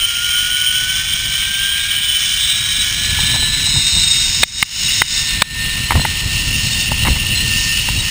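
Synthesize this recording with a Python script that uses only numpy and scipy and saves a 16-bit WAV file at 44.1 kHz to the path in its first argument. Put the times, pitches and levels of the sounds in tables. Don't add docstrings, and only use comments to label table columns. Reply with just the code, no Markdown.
import sys
import numpy as np
from scipy import signal
from scipy.fft import rfft, irfft, next_fast_len
from scipy.io import wavfile
from scipy.ndimage import uniform_filter1d

SR = 44100
rng = np.random.default_rng(int(sys.argv[2]) if len(sys.argv) > 2 else 0)


def dump_mix(stems):
    frames = np.atleast_2d(stems).T
    limited = np.clip(frames, -1, 1)
    pcm = np.round(limited * 32767).astype(np.int16)
    wavfile.write(sys.argv[1], SR, pcm)


N = 357210
T = np.arange(N) / SR

# time_s, facing (0 front, 1 side, 2 away)
CAMERA_SWING = [(0, 0), (2, 0.067), (3.2, 0.13), (3.9, 1.2), (5.1, 1.16), (5.7, 1.84), (6.4, 1.92),
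                (8.1, 1.87)]
START_HZ, TOP_HZ, TOP_SPEED_S = 1386, 1813, 6.0
STRANDS_PER_TURN = 11.86
WOBBLE_TOP_HZ = 22


def from_db(db):
    return 10 ** (np.asarray(db) / 20)


def rms_one(x):
    return x / np.sqrt(np.mean(x ** 2) + 1e-20)


def in_time(rows):
    time_s, *columns = np.transpose(rows)
    return [np.interp(T, time_s, column) for column in columns]


def drift(corner_hz):
    r = np.exp(-40 * np.pi * corner_hz / SR)
    noise = rng.standard_normal(N // 20 + 4002)
    slow = signal.lfilter([1], [1, -2 * r, r * r], noise)[4000:]
    return np.interp(np.arange(N) / 20, np.arange(len(slow)), rms_one(slow))


def band(x, hz, kind, order=4):
    return signal.sosfilt(signal.butter(order, hz, kind, fs=SR, output="sos"), x)


def coloured(spectrum):
    hz, density_db = np.transpose(spectrum)
    size = next_fast_len(N)
    bins_hz = np.maximum(np.fft.rfftfreq(size, 1 / SR), 1)
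    gain = from_db(np.interp(np.log(bins_hz), np.log(hz), density_db))
    return rms_one(irfft(rfft(rng.standard_normal(size)) * gain, size)[:N])


def resonate(x, modes):
    out = 0
    for k, (hz, width_hz, gain_db) in enumerate(modes):
        r = np.exp(-np.pi * width_hz / SR)
        zeros = np.array([1, 0, -1]) * (1 - r * r) / 2
        poles = [1, -2 * r * np.cos(2 * np.pi * hz / SR), r * r]
        out = out + (-1) ** k * from_db(gain_db) * signal.lfilter(zeros, poles, x + 1e-18)
    return out


def burst(start_s, hold_s, fade_s):
    return (T >= start_s) * np.exp(-np.clip((T - start_s - hold_s) / fade_s, 0, 20))


def sine(hz):
    return np.sin(2 * np.pi * (np.cumsum(hz) / SR + rng.random()))


def partial(hz, wobble_hz, flutter_db):
    return rms_one(from_db(flutter_db * drift(28)) * sine(hz + wobble_hz * drift(70)))


def speed():
    # slowest_s, lost_hz, half_length_s
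    sag = (4.45, 13, .4)
    slowest_s, lost_hz, half_s = sag
    remaining = np.maximum(1 - T / TOP_SPEED_S, 0)
    check_hz = lost_hz * np.exp(-((T - slowest_s) / half_s) ** 2)
    return TOP_HZ - (TOP_HZ - START_HZ) * remaining ** 2 - check_hz


def by_facing():
    # frame_ring_hz, rolling_db (at top speed, before trim)
    pickup = [(3060, -26), (2936, -29), (2794, -28.5)]
    swing, = in_time(CAMERA_SWING)
    return [np.interp(swing, np.arange(len(pickup)), column) for column in np.transpose(pickup)]


def roll_level():
    _, top_speed_db = by_facing()
    return top_speed_db + 12.5 * np.log2(speed() / TOP_HZ)


def trolley(whine_trim_db=3, whirr_trim_db=-1, judder_db=0.68):
    # time_s, level_db (before trim)
    whine_curve = [(0, -35), (.2, -28), (.9, -25.5), (1.1, -35), (1.38, -34), (1.6, -23.5), (2.25, -37.5),
                   (2.65, -34.5), (3.45, -28), (4, -46), (4.9, -39), (5.42, -29.5), (5.62, -22.5),
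                   (5.8, -31.5), (7.25, -33), (7.72, -27), (7.85, -39), (8.1, -34.5)]
    # time_s, level_db (before trim)
    whirr_curve = [(0, -18.5), (.5, -21.5), (.68, -15), (.95, -25), (1.48, -22), (1.62, -17.5), (1.85, -25),
                   (2.17, -17), (2.7, -25), (3.3, -22.5), (3.9, -31), (5, -21.5), (5.3, -29), (5.9, -60),
                   (6.4, -23), (7.15, -21), (7.6, -19), (8.1, -23.5)]
    whine_db, = in_time(whine_curve)
    whirr_db, = in_time(whirr_curve)
    strand_hz = speed() + 3 * drift(3)
    turn_hz = strand_hz / STRANDS_PER_TURN
    ring_hz, _ = by_facing()
    wobble_hz = WOBBLE_TOP_HZ * (strand_hz / TOP_HZ) ** 3
    ring = wheel_ring(turn_hz, ring_hz, width_hz=280, wobble_hz=wobble_hz, flutter_db=4)
    whirr = from_db(whirr_db + whirr_trim_db) * ring
    tones = whine(strand_hz, whine_db + whine_trim_db) + whirr + squeals(turn_hz)
    return (tones + rolling() + frame_hum()) * from_db(judder_db * drift(9.1))


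def whine(strand_hz, level_db, wobble_hz=5, flutter_db=1.1):
    return from_db(level_db + flutter_db * drift(17)) * sine(strand_hz + wobble_hz * drift(33))


def wheel_ring(turn_hz, centre_hz, width_hz, wobble_hz, flutter_db):
    out, power = 0, 0
    for multiple in range(17, 28):
        hz = multiple * turn_hz
        weight = 1 / (1 + (2 * (hz - centre_hz) / width_hz) ** 2)
        out = out + weight * partial(hz, wobble_hz, flutter_db)
        power = power + weight ** 2
    return rms_one(out / np.sqrt(power))


def squeals(turn_hz, patchy_db=2.5, attack_s=0.02, release_s=0.046):
    # multiple of turning rate, level_db
    partials = [(22, -39), (24, -35), (25, -34), (26, -42), (27, -31.5), (28, -38)]
    # start_s, hold_s, multiple of turning rate, peak_db
    squeal_events = [(0, 0.045, 26, -19), (0.193, 0.27, 26, -25), (0.336, 0.093, 25, -19),
                     (0.577, .18, 25, -20.5), (0.916, 0.19, 27, -26), (1.55, 0.17, 24, -21),
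                     (1.943, 0.27, 22, -20), (1.975, 0.36, 26, -36), (1.965, 0.82, 25, -24),
                     (2.37, 0.43, 27, -22.5), (2.398, 0.1, 28, -24), (2.403, 0.14, 26, -22),
                     (2.916, 1.1, 28, -27), (2.923, 1.15, 26, -23.5), (3.2, 0.13, 25, -21.5),
                     (3.257, 0.76, 27, -20), (3.72, 0.25, 25, -17), (4.008, 0.24, 25, -16),
                     (4.297, 0.35, 25, -18.5), (4.842, 0.24, 25, -22.5), (4.904, 0.4, 24, -25),
                     (6.714, 0.1, 24, -24)]
    out = 0
    for multiple, faint_db in partials:
        hz, flare = multiple * turn_hz, np.zeros(N)
        for start_s, hold_s, squeal_multiple, peak_db in squeal_events:
            if squeal_multiple == multiple:
                attack = np.clip((T - start_s) / attack_s, 0, 1)
                shape = attack * burst(start_s, hold_s, release_s)
                flare = np.maximum(flare, from_db(peak_db) * shape)
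        faint = partial(hz, wobble_hz=WOBBLE_TOP_HZ, flutter_db=4)
        pure = partial(hz, wobble_hz=12, flutter_db=3.2)
        out = out + from_db(faint_db + patchy_db * drift(6.7)) * faint + flare * pure
    return out


def rolling(roll_trim_db=1.5, ring_dip_db=-5, rough_db=1.0):
    # (per Hz, relative)
    roll_front = [(700, -74), (1100, -25), (1300, -25), (1480, -13.5), (1720, -19), (1880, -11.5),
                  (2020, -23.5), (2280, -5.5), (2700, -19), (3100, 2), (3500, -11.5), (3720, -17.5),
                  (3920, -8), (4300, -18), (5650, -1.5)]
    roll_side = [(700, -26), (1100, -21), (1300, -22), (1480, -12), (1680, -17), (1950, -11), (2200, -6),
                 (2480, -10), (2800, -2), (3250, -16.5), (3550, -2), (3950, -1.5), (4600, -17.5),
                 (5200, -1.5), (5650, -7.5)]
    roll_away = [(700, -28), (1100, -23.5), (1350, -19.5), (1600, -23.5), (1900, -9.5), (2150, -15),
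                 (2500, -9), (2820, 1), (3100, -2), (3550, -12.5), (3900, -36), (4250, -8), (4950, -15),
                 (5400, -9.5), (5650, -11)]
    # time_s, level_db
    rasp_curve = [(0, -26.5), (1.05, -25), (2, -29.5), (2.25, -20.5), (2.5, -25), (2.9, -22.5),
                  (3.5, -25.5), (3.85, -20), (4.45, -17.5), (5.2, -19.5), (5.42, -29), (6.1, -28),
                  (6.8, -21), (6.95, -26), (7.35, -27), (7.62, -20.5), (7.88, -25), (8.1, -24)]
    roll_db = roll_level() + roll_trim_db
    rasp_db, = in_time(rasp_curve)
    swing, = in_time(CAMERA_SWING)
    out = 0
    for k, spectrum in enumerate([roll_front, roll_side, roll_away]):
        noise = band(coloured(spectrum), 840, "high")
        reference = np.std(band(noise, [1950, 2700], "band"))
        body = band(noise, 4336, "low", order=8) / reference
        rasp = rms_one(band(coloured(spectrum), [4400, 5900], "band", order=5))
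        body = body - (1 - from_db(ring_dip_db)) * resonate(body, [(3093, 470, 0)])
        facing = np.sqrt(np.clip(1 - abs(swing - k), 0, 1))
        out = out + facing * (from_db(roll_db) * body + from_db(rasp_db) * rasp)
    return out * from_db(rough_db * drift(140))


def frame_hum(hz=690, width_hz=70, below_roll_db=-24):
    swing, = in_time(CAMERA_SWING)
    facing = np.clip(1 - swing, 0, 1)
    narrow = resonate(rng.standard_normal(N), [(hz, width_hz, 0)])
    hum = rms_one(resonate(narrow, [(hz, 2 * width_hz, 0)]))
    return facing * from_db(roll_level() + below_roll_db) * hum


def knocks(low_hz=1000, upper_hz=2430, high_hz=3690, upper_db=-3, grit_db=-7, thud_db=-14):
    # start_s, strength_db, contact_s, shell_ring_hz, low_ring_db, high_ring_db (rings re strength)
    knock_events = [(4.4325, 12, 0.0048, 2125, -18, 2.5), (4.6266, 12, 0.0021, 2190, -19.5, -3),
                    (5.0181, 7, 0.0017, 2096, -7, -25), (5.4197, 7.5, 0.0033, 1710, -3.5, 1)]
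    out = 0
    grit_noise = band(rng.standard_normal(N), [700, 3500], "band", order=2)
    grit = from_db(grit_db) * rms_one(grit_noise)
    chatter_rad = 0.91 * drift(364)
    for start_s, strength_db, contact_s, ring_hz, low_db, high_db in knock_events:
        modes = [(ring_hz, 0), (upper_hz, upper_db), (low_hz, low_db), (high_hz, high_db), (170, thud_db)]
        ring = sum(from_db(db) * np.sin(2 * np.pi * hz * (T - start_s) + chatter_rad) for hz, db in modes)
        out = out + from_db(strength_db) * (ring + grit) * burst(start_s, contact_s, fade_s=0.0016)
    return out


def wind():
    # time_s, rumble_db (before trim)
    airflow = [(0, -34), (1.1, -29.5), (2.4, -32.5), (3.3, -21.5), (4.2, -27), (5.15, -25.5), (5.8, -22),
               (6.65, -19.5), (7.45, -19.5), (8.1, -26)]
    # peak_s, rise_db, half_length_s
    gusts = [(3.26, 3.5, 0.032), (3.77, 7.5, 0.027), (3.968, 8, 0.027), (4.43, 5.5, 0.062),
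             (5.971, 11, 0.039), (6.23, 3, 0.03), (7.09, 7.5, 0.043), (8.002, 6.5, 0.053)]
    flow_db, = in_time(airflow)
    rise_db = sum(db * np.exp(-((T - peak_s) / half_s) ** 2) for peak_s, db, half_s in gusts)
    level_db = flow_db + rise_db
    swing_db = level_db - flow_db.mean()
    return rumble(level_db, swing_db) + rush(swing_db) + slaps()


def rumble(level_db, swing_db, trim_db=-2.0, lumpy_db=2.0, eddy_hz=130, eddy_follows=0.16):
    # (per Hz, relative)
    rumble_colour = [(12, -42), (20, 5.5), (65, 2), (125, -1.5), (226, -11), (328, -21.5), (375, -27),
                     (552, -28), (700, -30.5), (910, -61), (1540, -120)]
    air = band(coloured(rumble_colour), 30, "high", order=3)
    air = rms_one(air * from_db(lumpy_db * drift(23)))
    deep = band(air, eddy_hz, "low", order=1)
    return from_db(level_db + trim_db) * (deep + from_db(eddy_follows * swing_db) * (air - deep))


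def rush(swing_db, mean_flow_db=-46.5, follows=0.72):
    # (per Hz, relative)
    rush_colour = [(200, -9), (400, -1.5), (550, -16), (690, -4.5), (820, 0), (1000, 4.5), (1200, -9),
                   (1700, -22), (3000, -47)]
    return from_db(mean_flow_db + follows * swing_db + 1.0 * drift(40)) * coloured(rush_colour)


def slaps():
    # start_s, level_db, hold_s, brightness_hz (low-pass)
    slap_events = [(3.188, -20, .0054, 1400), (3.292, -32, .026, 900), (3.339, -22.5, 0.025, 1000),
                   (3.424, -23, 0.012, 1000), (3.67, -26, 0.0056, 1100), (3.76, -24, .004, 1300),
                   (3.961, -29, .008, 900), (5.907, -4.5, 0.0024, 1800), (5.92, -9.5, .0013, 2200),
                   (5.927, -18, 0.0037, 2000), (5.954, -13, 0.0052, 1500), (5.968, -23, 0.0088, 2000),
                   (5.995, -14, .0017, 1500), (6.013, -21, 0.0044, 1400), (6.05, -11, 0.0055, 2200),
                   (6.916, -8, 0.0039, 800), (7.048, -19, 0.014, 2800), (7.068, -16, 0.018, 3000),
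                   (7.084, -1, .003, 350), (7.158, -24, 0.012, 2500), (7.886, -16.5, 0.0046, 1700)]
    # pitch_hz, width_hz, gain_db
    port_modes = [(130, 190, -1), (540, 330, -4.5), (900, 220, 5.5), (2060, 280, 5.5)]
    port = rms_one(resonate(rng.standard_normal(N), port_modes))
    out = 0
    for start_s, level_db, hold_s, bright_hz in slap_events:
        slap = port * burst(start_s, hold_s, fade_s=0.0016)
        out = out + from_db(level_db) * band(slap, bright_hz, "low", order=2)
    return out


def scene():
    return (trolley() + knocks() + wind())[None]


def gain_control(x, threshold_db=-5, release_db_per_s=85, attack_s=0.0039):
    level_db = 10 * np.log10(np.maximum(uniform_filter1d(x ** 2, size=130), 1e-12))
    over_db = np.maximum(level_db - threshold_db, 0)
    release_db = release_db_per_s * T
    held_db = np.maximum.accumulate(over_db + release_db) - release_db
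    r = np.exp(-1 / (attack_s * SR))
    return x * from_db(-signal.lfilter([1 - r], [1, -r], held_db))


def record(dry):
    anti_alias = signal.ellip(6, .3, 50, 5720, fs=SR, output="sos")
    x = signal.sosfilt(anti_alias, gain_control(dry[0]))
    coarse = np.clip(signal.resample_poly(x, 40, 147, window=("kaiser", 2)), -1, 1)
    held = signal.resample_poly(np.repeat(coarse, 4), 147, 160)[:N]
    output_filter = signal.ellip(10, .2, 70, 15500, fs=SR, output="sos")
    return signal.sosfilt(output_filter, held)[None]


dry = scene()
out = record(dry)
dump_mix(out)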